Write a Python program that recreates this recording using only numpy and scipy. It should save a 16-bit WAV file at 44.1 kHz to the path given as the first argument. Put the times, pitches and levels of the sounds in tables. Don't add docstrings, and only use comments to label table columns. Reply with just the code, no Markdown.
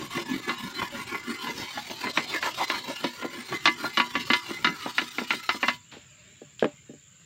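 import sys
import numpy as np
from scipy import signal
from scipy.fft import rfft, irfft, next_fast_len
from scipy.io import wavfile
from scipy.ndimage import uniform_filter1d

SR = 44100
rng = np.random.default_rng(int(sys.argv[2]) if len(sys.argv) > 2 else 0)


def wav_out(sig):
    wavfile.write(sys.argv[1], SR, np.round(np.clip(np.atleast_2d(sig).T, -1, 1) * 32767).astype(np.int16))


N = 319725
TIME = np.arange(N) / SR
TOP_HZ = 15800


def amp(db):
    return 10 ** (np.asarray(db) / 20)


def unit(x, size=None):
    return x / np.sqrt(np.mean(x[:size] ** 2) + 1e-20)


def read(points, hz):
    f, value = np.transpose(points)
    return np.interp(np.log(hz + 1), np.log(f), value)


def follow(table, t):
    s, *columns = np.transpose(table)
    return [np.interp(t, s, c) for c in columns]


def add(mix, start_s, sound):
    part = mix[max(round(start_s * SR), 0):][:len(sound)]
    part += sound[:len(part)]


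def band(x, lo_hz, hi_hz, order=3):
    return signal.sosfilt(signal.butter(order, [lo_hz, hi_hz], 'band', fs=SR, output='sos'), x)


def thirds(x):
    hz = np.fft.rfftfreq(len(x), 1 / SR)
    low = 1 / (1 + (hz / 700) ** 8)
    high = 1 - 1 / (1 + (hz / 2600) ** 12)
    return irfft(rfft(x) * np.array([1 - low - high, high, low]), len(x))


def colour(x, spectrum):
    size = next_fast_len(len(x))
    gain = amp(read(spectrum, np.fft.rfftfreq(size, 1 / SR)))
    return irfft(rfft(x, size) * gain, size)[:len(x)]


def phase(hz):
    return 2 * np.pi * np.cumsum(hz) / SR


def wander(per_s):
    return unit(np.interp(TIME * per_s, np.arange(8000), rng.standard_normal(8000)))


def resonate(x, hz, width_hz):
    turn = np.exp(1j * phase(hz * np.ones(len(x))))
    r = np.exp(-np.pi * width_hz / SR)
    return 2 * (turn * signal.lfilter([1 - r], [1, -r], x / turn)).real


def grit(per_s, spread_db, patchy_db):
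    size_db = spread_db * np.minimum(rng.exponential(1, N), 4)
    grains = (rng.random(N) < per_s / SR) * rng.standard_normal(N) * amp(size_db)
    z = signal.stft(grains, nperseg=1024, noverlap=768)[2]
    blur = np.outer(np.hanning(6), np.hanning(20))
    patches = unit(signal.fftconvolve(rng.standard_normal(z.shape), blur, 'same'))
    return unit(signal.istft(z * amp(patchy_db * patches), nperseg=1024, noverlap=768)[1][:N])


# freq_hz, relative_db_per_hz
YARD_SPECTRUM = [(25, -40.5), (70, 3), (141, 12.5), (250, -4), (450, -10), (800, -17), (1500, -6),
                 (2900, -2.5), (5400, -15), (7300, -39), (9500, -39.5), (16000, -44.5)]


def yard(air_db=-57, hoot_hz=603, hoot_db=-68):
    air = colour(grit(per_s=SR, spread_db=3.0, patchy_db=3.5), YARD_SPECTRUM)
    hoot = unit(resonate(resonate(rng.standard_normal(N), hoot_hz, 43), hoot_hz, 40))
    hoot *= np.exp(-((TIME - 6.22) / 0.12) ** 4)
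    return amp(air_db + 1.0 * wander(2.7)) * unit(air) + amp(hoot_db) * hoot


def insects(near_hz=7290, throb_hz=22.3, click_hz=100, near_db=-61, chorus_db=-62, overtone_db=-81):
    throb = 1 + .55 * np.cos(phase(throb_hz * (1 + .02 * wander(3))))
    clicks = 1 + .75 * np.cos(phase(click_hz * (1 + .05 * wander(40))))
    near = throb * clicks * np.sin(phase(near_hz + 140 * wander(700)))
    chorus = resonate(resonate(rng.standard_normal(N), 7000, 850), 7000, 850)
    overtone = band(rng.standard_normal(N), 14000, 15200, order=1)
    return amp(near_db) * unit(near) + amp(chorus_db) * unit(chorus) + amp(overtone_db) * unit(overtone)


# start_s, steel_db, rasp_db, plank_db
STROKES_PRESSED = [(-.05, -39, -43.5, -36.5), (0.09, -35.5, -40.5, -33.5), (.249, -38.5, -43.5, -34.5),
                   (0.411, -32, -44, -38.5), (0.571, -40, -44.5, -37.5), (.732, -36, -44, -38.5),
                   (0.896, -39, -44.5, -39), (1.057, -37, -43.5, -39.5), (1.223, -40, -44, -38),
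                   (1.381, -35.5, -41.5, -41.5), (1.54, -39.5, -40.5, -37), (1.687, -38.5, -41, -44),
                   (1.839, -42.5, -41.5, -39.5), (1.981, -32, -40, -37), (2.127, -36, -38, -38.5),
                   (2.264, -30, -36.5, -33.5), (2.402, -29, -35.5, -36), (2.531, -26.5, -34.5, -36),
                   (2.671, -32, -38, -36), (2.814, -37, -41, -38), (2.96, -40, -41.5, -46),
                   (3.135, -41.5, -43.5, -46), (3.291, -40.5, -44.5, -37), (3.438, -38, -42, -36),
                   (3.599, -47, -42.5, -48), (3.756, -40.5, -43.5, -37.5), (3.917, -51, -44, -41.5),
                   (4.081, -40.5, -42, -38), (4.247, -48, -41, -42), (4.41, -43, -43.5, -43.5),
                   (4.585, -41, -45, -33), (4.775, -40.5, -43, -43), (4.934, -48, -40, -46),
                   (5.103, -49, -42.5, -52.5), (5.264, -47, -39.5, -44.5), (5.422, -53, -41.5, -53),
                   (5.595, -47, -41.5, -45)]
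LAST_STROKE_END_S = 5.785
# time_s, depth_db
STALL_DEPTH = [(0, 17), (1.2, 25), (1.55, 7), (1.95, 7), (2.2, 18), (2.7, 21), (2.95, -2), (3.15, 0),
               (3.3, 16), (4.25, 19), (4.41, 7), (4.58, 13), (4.77, 2), (4.93, 13), (5.42, 15), (5.6, 10)]
PRESS_OUT, PRESS_BACK, PRESS_WIDTH = 0.58, 0.52, 0.29


def stroking(stall_s=0.0075, blend_s=0.059, gliding_db=-46.5, rasp_ease_db=3, plank_ease_db=15):
    start_s, *levels_db = np.transpose(STROKES_PRESSED)
    last = len(start_s) - 1
    strokes_done = np.interp(TIME, np.append(start_s, LAST_STROKE_END_S), np.arange(last + 2))
    stroke = np.minimum(strokes_done.astype(int), last)
    press_at = np.where(stroke % 2, PRESS_OUT, PRESS_BACK)
    ease = 1 - np.exp(-((strokes_done - stroke - press_at) / PRESS_WIDTH) ** 2)
    steel_db, rasp_db, plank_db = uniform_filter1d(np.array(levels_db)[:, stroke], round(blend_s * SR))
    steel_db = steel_db + (gliding_db - steel_db) * ease
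    rasp_db = rasp_db - rasp_ease_db * ease
    plank_db = plank_db - plank_ease_db * ease
    from_turn_s = TIME - start_s[np.minimum(np.round(strokes_done).astype(int), last)]
    stall_db = follow(STALL_DEPTH, TIME)[0] * np.exp(-(from_turn_s / stall_s) ** 2 / 2)
    return steel_db, rasp_db, plank_db, stall_db


# freq_hz, relative_db, t60_s (when struck)
BLADE_MODES = [(242, -11, .25), (342, -13, .2), (560, -13, .08), (982, -10, .23), (1408, -6, .11),
               (1719, -5.5, .14), (2052, 0, .16), (2255, -9, .07), (2457, -12, .1), (2755, -11, .1),
               (2910, -11, .1), (3050, -11, .07), (3480, -16, .07), (3740, -14, .08), (4110, -16, .08)]


def steel_modes(drive, sway_db=5.0, width_hz_s=1.76):
    total = np.zeros(N)
    for hz, db, t60_s in BLADE_MODES:
        gain = amp(db + sway_db * wander(14)) * np.sqrt(t60_s)
        total += gain * resonate(drive, hz, width_hz_s / t60_s)
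    return unit(total)


# time_s, loaded_hz (mode the stone loads), free_db (freedom to ring), wood_hz (wood beneath)
GRIP_ALONG_BLADE = [(0, 1063, 0, 270), (1.3, 1102, 3, 277), (1.8, 822, -4.5, 697), (2.2, 1102, -6, 633),
                    (2.9, 923, -3, 610), (3.65, 1160, 0, 313), (4.0, 1128, -0.5, 250),
                    (4.33, 1164, 0.5, 320), (4.66, 1290, -0.5, 248), (5.0, 1318, -7, 311),
                    (5.31, 1377, -5, 314), (5.5, 1290, -3, 360), (5.63, 1110, -5, 582)]
# freq_hz, relative_db_per_hz
SCRAPE_SPECTRUM = [(60, -26), (130, -7), (190, -5.5), (240, 0.5), (400, 0), (550, -20), (780, -6),
                   (1120, -6), (1550, -8), (2050, -4), (2550, -9), (4180, -8), (8000, -24), (10400, -50)]
# freq_hz, relative_db_per_hz
FIZZ_SPECTRUM = [(4000, -36), (6000, 13.5), (7200, -18), (8850, 15.5), (9600, -7.5), (11000, -1.5),
                 (12100, 14), (13000, -3), (15800, 10.5)]


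def rubbing(lift_s=5.75, modes_db=-2.0, loaded_db=-8, wood_db=-11, fizz_db=-52):
    loaded_hz, free_db, wood_hz = follow(GRIP_ALONG_BLADE, TIME)
    steel_db, rasp_db, plank_db, stall_db = stroking()
    contact = amp(-500 * np.maximum(TIME - lift_s, 0))
    judder = amp(2.07 * wander(110))
    drive = grit(per_s=16000, spread_db=1.7, patchy_db=4.3)
    rocking_hz = loaded_hz * (1 + .04 * wander(18))
    loaded = unit(resonate(drive, rocking_hz, 55) * amp(4 * wander(16)))
    ring = amp(modes_db + free_db) * steel_modes(drive) + amp(loaded_db + free_db / 2) * loaded
    wood = amp(wood_db) * unit(resonate(resonate(drive, wood_hz, 210), wood_hz, 264))
    scrape = unit(colour(drive, SCRAPE_SPECTRUM))
    steel, rasp, plank = (unit(x) for x in thirds(scrape + ring + wood))
    body = steel * amp(steel_db - .15 * stall_db)
    body += rasp * amp(rasp_db - .35 * stall_db)
    body += plank * amp(plank_db)
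    fizz = unit(colour(grit(per_s=16000, spread_db=0.8, patchy_db=5.0), FIZZ_SPECTRUM))
    fizz *= amp(fizz_db - stall_db + .5 * (rasp_db - np.mean(rasp_db)))
    return contact * judder * (body + fizz)


def burst(spectrum, t60s, t):
    noise = colour(rng.standard_normal(len(t)), spectrum)
    hz, s, z = signal.stft(noise, SR, nperseg=128)
    decay = amp(-60 * s / read(t60s, hz)[:, None])
    return signal.istft(z * decay, SR, nperseg=128)[1][:len(t)]


# start_s, steel_db, edge_db (hard edge), plank_db
CLACK_BLOWS = [(0.1732, -32, -41, -34.5), (0.493, -28, -32.5, -37), (0.818, -27.5, -46.5, -42),
               (1.145, -29.5, -45.5, -46), (1.47, -33.5, -38.5, -50), (1.489, -46, -46, -38),
               (1.774, -31.5, -58, -45), (1.899, -42.5, -42, -38.5), (2.069, -30.5, -41, -35.5),
               (2.1732, -20.5, -26.5, -29.5), (2.426, -27, -34.5, -44), (2.699, -26, -29, -35.5),
               (3.0417, -28.5, -31, -26), (3.223, -34.5, -44, -39), (3.244, -37.5, -57, -30.5),
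               (3.525, -29.5, -49.5, -46.5), (3.6556, -18, -18, -32), (3.674, -18.5, -23, -27.5),
               (3.841, -30, -55.5, -35), (3.9726, -21, -22.5, -32), (3.999, -18.5, -24.5, -32),
               (4.153, -24, -30.5, -34.5), (4.302, -19.5, -24, -25), (4.334, -19, -20, -34),
               (4.505, -37.5, -68, -32.5), (4.6448, -19.5, -22, -32.5), (4.671, -23.5, -30, -38),
               (4.86, -33, -56, -33), (4.9816, -20, -26, -36.5), (5.016, -34, -41, -35),
               (5.183, -27, -34.5, -33.5), (5.214, -38.5, -65, -33.5), (5.3055, -22, -26, -37),
               (5.334, -31, -36, -37.5), (5.491, -20.5, -25.5, -38.5), (5.543, -40, -56, -38),
               (5.6293, -22, -30, -32), (5.6828, -20, -24.5, -33.5)]
# freq_hz, relative_db_per_hz
CLACK_SPECTRUM = [(90, -12), (160, -11.5), (240, 7), (520, -8), (750, -2.5), (1200, -1.5), (2100, 1.5),
                  (3000, -5.5), (3250, -14), (3900, -7), (4800, -14.5), (6500, -24.5), (9000, -40.5),
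                  (15000, -44)]
# freq_hz, t60_s
CLACK_DECAY = [(200, 0.11), (700, 0.08), (2000, 0.088), (4000, 0.078), (9000, 0.1)]


def clacks(modes_db=2.0, loaded_db=0, loaded_t60_s=0.12, wood_db=-9, wood_t60_s=0.077,
           crack=0.51, hard_hz=9000, dulling=0.91, muffling=0.17):
    out, t = np.zeros(N), np.arange(SR // 3) / SR
    first_ms, attack = np.exp(-t / .003), 1 - np.exp(-t / .0003)
    for start_s, steel_db, edge_db, plank_db in CLACK_BLOWS:
        loaded_hz, free_db, wood_hz = follow(GRIP_ALONG_BLADE, start_s)
        gripped = [(loaded_hz, loaded_db, loaded_t60_s), (wood_hz, wood_db - free_db, wood_t60_s)]
        hz, db, t60_s = np.transpose(list(BLADE_MODES) + gripped)[:, :, None]
        share_db = 3.2 * rng.standard_normal(hz.shape)
        tones = np.sin(2 * np.pi * (hz * t + rng.random(hz.shape)))
        ring = (amp(db + share_db - 60 * t / t60_s) * tones).sum(0)
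        dense = burst(CLACK_SPECTRUM, CLACK_DECAY, t) * (1 + crack * first_ms)
        hardness_db = edge_db - steel_db
        top_hz = min(hard_hz * amp(dulling * hardness_db), SR / 3)
        ring_db = modes_db + free_db + muffling * hardness_db
        whole = unit(dense, size=530) + amp(ring_db) * unit(ring, size=530)
        steel, edge, plank = thirds(band(whole, 85, top_hz, order=2))
        blow = amp(steel_db) * unit(steel, size=530) + amp(edge_db) * unit(edge, size=530)
        blow += amp(plank_db) * unit(plank * (1 - first_ms), size=900)
        add(out, start_s, (blow * attack)[:SR // 4])
    return band(out, 182, TOP_HZ, order=2)


# centre_s, pitch_hz, peak_db
SQUEAK_MOMENTS = [(.766, 4050, -35.5), (2.366, 1730, -28), (2.975, 2750, -36.5)]


def squeaks(half_s=0.024, waver_hz=70):
    out = np.zeros(N)
    for centre_s, pitch_hz, peak_db in SQUEAK_MOMENTS:
        swell = np.exp(-((TIME - centre_s) / half_s) ** 2)
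        out += amp(peak_db) * swell * np.sin(phase(pitch_hz + waver_hz * wander(400)))
    return out


# start_s, thump_db, click_db (gritty), contact_s
PLANK_KNOCKS = [(5.921, -54, -48.5, 0.012), (5.966, -45, -64, 0.0031), (6.416, -40.5, -58, 0.0027),
                (6.625, -16, -32, 0.0011), (6.6423, -22.5, -25, 0.0017), (6.652, -23, -35, 0.0027),
                (6.892, -40, -69, 0.006), (6.934, -46, -64, 0.0046)]
# freq_hz, relative_db, t60_s
PLANK_MODES = [(145.6, -18.5, 0.14), (246.5, -1.5, 0.069), (286.6, -7.5, 0.11), (388, -6.5, 0.078),
               (452, 11, 0.028), (520, -0.5, 0.041), (588, -9, 0.13), (800, -14, 0.1), (1240, -18.5, 0.084),
               (1650, -2, .035)]
# freq_hz, relative_db_per_hz
CLICK_SPECTRUM = [(200, 7.5), (700, 9), (1700, 5.5), (2800, 2), (4500, -17.5), (14000, -37)]
# start_s, level_db, t60_s
GRIT_SCUFFS = [(5.915, -47, 0.48), (6.594, -32.5, 0.024), (6.603, -43, 0.3), (7.063, -61, .02)]
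# freq_hz, relative_db_per_hz
SCUFF_SPECTRUM = [(700, -26), (1800, -4.5), (3500, 2), (6000, -15), (9000, -27), (15000, -32.5)]


def putting_down():
    out, t = np.zeros(N), np.arange(SR // 3) / SR
    for start_s, thump_db, click_db, contact_s in PLANK_KNOCKS:
        wood = np.zeros(len(t))
        for hz, db, t60_s in PLANK_MODES:
            softening = np.hypot(1, (hz * contact_s / 2) ** 2)
            wood += amp(db - 60 * t / t60_s) * np.sin(2 * np.pi * hz * t) / softening
        click = colour(rng.standard_normal(len(t)), CLICK_SPECTRUM)
        click *= amp(-60 * t / 0.015) + 0.026 * amp(-60 * t / 0.23)
        rise = 1 - np.exp(-(t / contact_s) ** 2)
        thump = amp(thump_db) * unit(-wood * rise, size=400)
        add(out, start_s, thump + amp(click_db) * unit(click * rise, size=300))
    for start_s, level_db, t60_s in GRIT_SCUFFS:
        scuff = unit(colour(rng.standard_normal(len(t)), SCUFF_SPECTRUM))
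        add(out, start_s, scuff * amp(level_db - 60 * t / t60_s))
    return band(out, 137, TOP_HZ, order=3)


def scene():
    return (yard() + insects() + rubbing() + clacks() + squeaks() + putting_down())[None]


def record(dry):
    lowpass = signal.firwin(511, TOP_HZ, window=("kaiser", 9), fs=SR)
    return signal.oaconvolve(dry, lowpass[None], "same")


dry = scene()
out = record(dry)
wav_out(out)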